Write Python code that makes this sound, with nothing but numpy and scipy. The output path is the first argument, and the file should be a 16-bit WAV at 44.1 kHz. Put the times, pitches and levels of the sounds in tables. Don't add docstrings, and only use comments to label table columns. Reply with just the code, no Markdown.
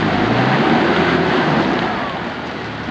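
import sys
import numpy as np
from scipy import signal
from scipy.fft import rfft, irfft
from scipy.io import wavfile
from scipy.ndimage import uniform_filter1d

SR = 44100
rng = np.random.default_rng(int(sys.argv[2]) if len(sys.argv) > 2 else 0)


def store_pcm(level_fs):
    pcm = np.round(np.clip(level_fs, -1, 1) * 32767).astype(np.int16)
    wavfile.write(sys.argv[1], SR, np.atleast_2d(pcm).T)


N = 127890
T = np.arange(N) / SR
BIN_HZ = np.arange(N + 1) * SR / (2 * N)


def undb(db):
    return 10 ** (np.asarray(db) / 20)


def unit(x):
    return x / np.sqrt(np.mean(x ** 2))


def curve(table, column=1):
    rows = np.array(table)
    return np.interp(T, rows[:, 0], rows[:, column])


def response(hz, points):
    rows = np.array(points)
    return undb(np.interp(np.log(np.maximum(hz, 1)), np.log(rows[:, 0]), rows[:, 1]))


def colour(x, points):
    return irfft(rfft(x, 2 * N) * unit(response(BIN_HZ, points)))[:N]


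def walk(rate_hz):
    hold = int(SR / rate_hz)
    steps = np.repeat(rng.standard_normal(N // hold + 1), hold)
    return unit(uniform_filter1d(uniform_filter1d(steps, hold), hold)[:N])


def grains(per_s):
    return (rng.random(N) < per_s / SR) * rng.choice([-1, 1], N)


# time_s, level_db
RUMBLE_LEVEL = [(0, -39), (.4, -47.5), (1.2, -39), (1.55, -45), (1.82, -39.5), (2.1, -33.5), (2.35, -49),
                (2.9, -47)]
# freq_hz, gain_db
RUMBLE_SPECTRUM = [(20, -33), (40, -18), (55, 0), (72, 14.5), (92, 8.5), (125, 10), (180, 17), (300, -48.5)]


def rumble():
    return colour(rng.standard_normal(N), RUMBLE_SPECTRUM) * undb(curve(RUMBLE_LEVEL))


# time_s, level_db
MUD_LEVEL = [(0, -36), (.55, -40), (1.1, -43), (1.65, -34), (2.1, -48), (2.3, -47), (2.43, -49),
             (2.47, -41), (2.53, -41.5), (2.9, -43)]
# freq_hz, gain_db
MUD_SPECTRUM = [(400, -9), (1500, -4.5), (3800, -4), (4700, -8.5), (5500, -12), (7000, -24.5), (8500, -36),
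                (10000, -69.5)]


def mud(trim_db=-0.5, scatter_db=2):
    clicks = grains(per_s=600) * undb(scatter_db * np.minimum(rng.exponential(size=N), 4))
    return colour(unit(clicks), MUD_SPECTRUM) * undb(trim_db + curve(MUD_LEVEL) + 1.1 * walk(30.07))


# peak_s, half_width_s, centre_hz, level_db
TREAD_CRUNCHES = [(0.556, .04, 1690, -25), (.735, 0.028, 800, -22.5), (1.342, 0.0083, 990, -19),
                  (1.587, 0.022, 1490, -31)]


def crunches(half_width_oct=0.36):
    out = 0
    for peak_s, half_width_s, centre_hz, level_db in TREAD_CRUNCHES:
        band = np.exp(-(np.log2(np.maximum(BIN_HZ, 1) / centre_hz) / half_width_oct) ** 2)
        rasp = irfft(rfft(grains(per_s=700), 2 * N) * band)[:N]
        out += unit(rasp) * undb(level_db) * np.exp(-((T - peak_s) / half_width_s) ** 2)
    return out


# freq_hz, gain_db
SCRAPE_SPECTRUM = [(1000, -8), (4300, 3), (5500, -5), (6800, -7.5), (8500, -29), (10000, -55)]


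def scrape(peak_s=2.471, half_width_s=0.013, level_db=-41):
    envelope = undb(level_db) * np.exp(-((T - peak_s) / half_width_s) ** 2)
    return colour(rng.standard_normal(N), SCRAPE_SPECTRUM) * envelope


# start_s, level_db, decay_s, treble_lift_db
TWIG_SNAPS = [(0.3847, -17, 0.0024, -2), (0.6977, -14.5, .002, 0), (.8084, -13, 0.0017, 1),
              (0.9625, -11, 0.0031, 1), (1.371, -13.5, .003, -2), (1.6087, -14.5, .0025, 2.5),
              (1.6256, -15, 0.0015, 1), (1.6475, -13, 0.0022, -8), (1.7908, -9, 0.0023, -5),
              (2.0954, -14, 0.0017, 0.5), (2.1696, -20, 0.0017, 2), (2.244, -22, .002, 6)]
# freq_hz, gain_db
SNAP_SPECTRUM = [(300, -22), (1500, 2), (3800, 5), (4700, -12), (5500, -19.5), (7200, -25), (8500, -37),
                 (10000, -62.5)]


def twigs(trim_db=-6, treble_hz=5100):
    out = 0
    for start_s, level_db, decay_s, lift_db in TWIG_SNAPS:
        crack = rng.choice([-1, 1], N) * (T >= start_s) * np.exp(-np.abs(T - start_s) / decay_s)
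        spectrum = [(hz, db + lift_db * (hz > treble_hz)) for hz, db in SNAP_SPECTRUM]
        out += undb(level_db + trim_db) * colour(crack, spectrum)
    return out


# pitch_hz, gain_db
PANEL_MODES = [(165, -37), (240, 1.5), (285, 5.5)]


def thump(start_s=2.886, rise_s=0.0034, decay_s=0.025, gain_db=-21):
    age_s = np.maximum(T - start_s, 0)
    ring = sum(undb(db) * np.sin(2 * np.pi * hz * age_s) for hz, db in PANEL_MODES)
    return undb(gain_db) * ring * (1 - np.exp(-age_s / rise_s)) * np.exp(-age_s / decay_s)


# time_s, pitch_hz, level_db
LOW_MESH = [(.05, 720, -26.5), (.28, 730, -26), (.48, 785, -25.5), (.6, 735, -27), (.74, 765, -25),
            (.95, 735, -50), (1.3, 745, -29.5), (1.6, 745, -34.5), (1.85, 745, -25.5), (1.97, 725, -30),
            (2.08, 690, -43)]
# time_s, pitch_hz, level_db
HIGH_MESH = [(1.7, 1466, -43), (1.87, 1360, -30), (2.0, 1190, -33), (2.08, 1133, -27.5), (2.15, 1048, -33),
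             (2.19, 1000, -53)]


def gear_whine(mesh, waver, roughness, trim_db=-1.5):
    pitch_hz = curve(mesh) * (1 + waver * walk(69.8))
    gate = uniform_filter1d(1. * ((T > mesh[0][0]) & (T < mesh[-1][0])), SR // 20)
    flutter = 1 + roughness * (walk(110) + 1j * walk(110))
    teeth = flutter * np.exp(2j * np.pi * np.cumsum(pitch_hz) / SR)
    return gate * undb(curve(mesh, 2) + trim_db) * unit(teeth.real)


# time_s, pitch_hz, level_db
INTAKE_WHISTLE = [(0, 1526, -44), (.7, 1523, -33), (.85, 1521, -28), (1.05, 1542, -29.5), (1.3, 1519, -33),
                  (1.55, 1537, -33.5), (1.68, 1652, -39), (1.85, 1668, -33), (1.98, 1674, -34),
                  (2.15, 1520, -46), (2.35, 1403, -35), (2.6, 1478, -42), (2.9, 1476, -48)]


def whistle(firing_hz, revved_width_hz=110, idle_width_hz=35):
    carrier = np.exp(2j * np.pi * np.cumsum(curve(INTAKE_WHISTLE)) / SR)
    breathy, pure = (unit(((walk(2 * width_hz) + 1j * walk(2 * width_hz)) * carrier).real)
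                     for width_hz in (revved_width_hz, idle_width_hz))
    revs = (firing_hz - firing_hz.min()) / np.ptp(firing_hz)
    return (revs * breathy + np.sqrt(1 - revs ** 2) * pure) * undb(curve(INTAKE_WHISTLE, 2))


# firing_multiple, gain_db
BELT_ORDERS = [(4.15, -4), (4.5, -3.5), (8.75, -13)]


def belt(firing_hz, firings, gain_db=-19, waver_db=2, speed_exponent=4.6):
    tones = 0
    for order, db in BELT_ORDERS:
        gain = undb(db + waver_db * walk(24.9))
        tones += gain * np.sin(2 * np.pi * (order * firings + 0.087 * walk(35) + rng.random()))
    return tones * undb(gain_db) * (firing_hz / firing_hz.max()) ** speed_exponent


# time_s, intake_db, fan_db, clatter_db
BAY_LEVELS = [(0, -23, -22.5, -23.5), (.3, -19.5, -23, -23), (.55, -17.5, -19.5, -20),
              (.64, -18, -21.5, -22), (.74, -18, -20.5, -21), (.9, -18, -20, -21.5),
              (1.1, -19.5, -22.5, -19), (1.19, -21, -23, -22.5), (1.36, -18, -22, -21),
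              (1.48, -18.5, -21, -23), (1.6, -18, -19.5, -23), (1.7, -20.5, -23.5, -25.5),
              (1.82, -25, -22.5, -23.8), (1.98, -24.5, -24.5, -25), (2.08, -28, -25.5, -27.5),
              (2.35, -27, -29, -29.5), (2.55, -27.5, -30.5, -30), (2.9, -31, -29.5, -31)]
# freq_hz, gain_db
INTAKE_SPECTRUM = [(30, -76), (70, -28), (110, -14), (150, -5), (225, -1), (275, -0.5), (370, -2.5),
                   (440, -7), (560, -11.5), (900, -72), (3000, -82)]
# freq_hz, gain_db
FAN_SPECTRUM = [(60, -50), (250, -20), (430, -5), (560, 0.5), (660, 4.5), (745, 4.5), (820, 3), (885, 4),
                (1050, -1), (1300, -7), (2000, -22), (6000, -73)]
# freq_hz, gain_db
CLATTER_SPECTRUM = [(100, -61), (700, -15.5), (1150, -3), (1330, -1), (1560, -1), (1950, -2), (2400, -8),
                    (3000, -9), (4600, -17), (5500, -31.5), (6500, -31), (8000, -44), (9200, -53),
                    (10300, -75)]


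def engine_bay(firing_hz, firings, knock_half_width_s=0.0026, scatter_db=0.2):
    strength = undb(scatter_db * rng.standard_normal(N // 100))[firings.astype(int)]
    offset_s = (firings % 1 - .5) / firing_hz
    pulse = strength * np.exp(-(offset_s / knock_half_width_s) ** 2)
    knock_depth = np.interp(firing_hz, [firing_hz.min(), firing_hz.max()], [0.3, 0.11])

    def pulsed(spectrum, depth):
        return colour(unit(rng.standard_normal(N) * (1 + depth * pulse)), spectrum)

    intake = pulsed(INTAKE_SPECTRUM, depth=0.35) * undb(curve(BAY_LEVELS, 1) - 1)
    fan = pulsed(FAN_SPECTRUM, .5 * knock_depth) * undb(curve(BAY_LEVELS, 2) - 0.5 + 0.69 * walk(16))
    clatter = pulsed(CLATTER_SPECTRUM, knock_depth)
    clatter *= undb(curve(BAY_LEVELS, 3) - 1.1 + 0.53 * walk(24.57))
    return intake + fan + clatter


# time_s, second_db, third_db, others_db
EXHAUST_LEVELS = [(0, -30, -20, -28.5), (.15, -33, -32, -24.5), (.3, -25, -32, -25.5), (.42, -21, -26, -30),
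                  (.61, -24.5, -24.5, -31.5), (.665, -34, -40, -30), (.735, -26, -18.5, -31),
                  (.83, -33.5, -40, -26), (1.04, -29.5, -36, -25.5), (1.14, -22.5, -19.5, -25),
                  (1.28, -27.5, -36, -30.5), (1.41, -44, -26, -33), (1.5, -20, -37, -34),
                  (1.58, -36, -22, -26), (1.85, -36.5, -32.5, -28), (2.05, -51, -44, -40.5),
                  (2.5, -43, -45, -42.5), (2.68, -45, -35, -40), (2.9, -42, -39, -32.5)]
# firing_multiple, gain_db
EXHAUST_ORDERS = [(1, -6.5), (1.5, -15.5), (2.5, -14.5), (3.5, -10.5), (4, -2.5), (5, -6.5), (6, -6),
                  (7, -7), (8, -9)]
# freq_hz, gain_db
SILENCER_RESPONSE = [(30, -18), (50, -9.5), (70, -8), (85, -2.5), (112, 2), (150, -2.5), (180, 0),
                     (226, 2.5), (275, 0), (345, 1), (420, -7.5), (800, -1)]


def exhaust_drone(firing_hz, firings, waver_db=2):
    def tone(order):
        return np.sqrt(2) * np.sin(2 * np.pi * (order * firings + rng.random()))

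    others = 0
    for order, db in EXHAUST_ORDERS:
        gain = undb(db + waver_db * walk(18)) * response(order * firing_hz, SILENCER_RESPONSE)
        others += gain * tone(order)
    booms = tone(2) * undb(curve(EXHAUST_LEVELS, 1)) + tone(3) * undb(curve(EXHAUST_LEVELS, 2))
    return booms + others * undb(curve(EXHAUST_LEVELS, 3))


# freq_hz, gain_db
PUFF_SPECTRUM = [(60, -55.5), (130, -17), (190, -6.5), (226, 12.5), (265, -3.5), (350, 10.5), (400, -1.5),
                 (470, -11.5), (900, -37), (3000, -89.5), (10000, -130)]


def exhaust_puffs(firings, trim_db=-2, scatter_db=6, jitter_s=.001):
    fired = np.flatnonzero(np.diff(np.floor(firings + .5)))
    lateness, strength = rng.standard_normal((len(fired), 2)).T
    onsets = np.clip(fired + jitter_s * SR * lateness, 0, N - 1).astype(int)
    pulses = np.bincount(onsets, undb(scatter_db * np.clip(strength, -2, 2)), N)
    return unit(colour(pulses, PUFF_SPECTRUM)) * undb(trim_db + curve(EXHAUST_LEVELS, 3))


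# time_s, firing_hz
ENGINE_SPEED = [(0, 54), (.15, 49.8), (.3, 58.7), (.45, 63), (.61, 72.7), (.75, 76.5), (.9, 83), (1.1, 87),
                (1.3, 82.7), (1.5, 76), (1.65, 66.3), (1.8, 58), (2.0, 49), (2.22, 39.6), (2.52, 41),
                (2.7, 36.6), (2.9, 36.3)]


def scene():
    firing_hz = uniform_filter1d(curve(ENGINE_SPEED), SR // 12) * (1 + 0.00309 * walk(15))
    firings = np.cumsum(firing_hz) / SR
    exhaust = exhaust_drone(firing_hz, firings) + exhaust_puffs(firings)
    engine = belt(firing_hz, firings) + engine_bay(firing_hz, firings) + whistle(firing_hz)
    gears = gear_whine(LOW_MESH, waver=.013, roughness=0.38)
    gears += gear_whine(HIGH_MESH, waver=0.005965, roughness=0.31)
    ground = rumble() + mud() + crunches() + scrape() + twigs()
    return (exhaust + engine + gears + ground + thump())[None]


def record(dry):
    cutoff_hz = 10300
    return signal.sosfilt(signal.ellip(8, .2, 70, cutoff_hz, fs=SR, output="sos"), dry)


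dry = scene()
out = record(dry)
store_pcm(out)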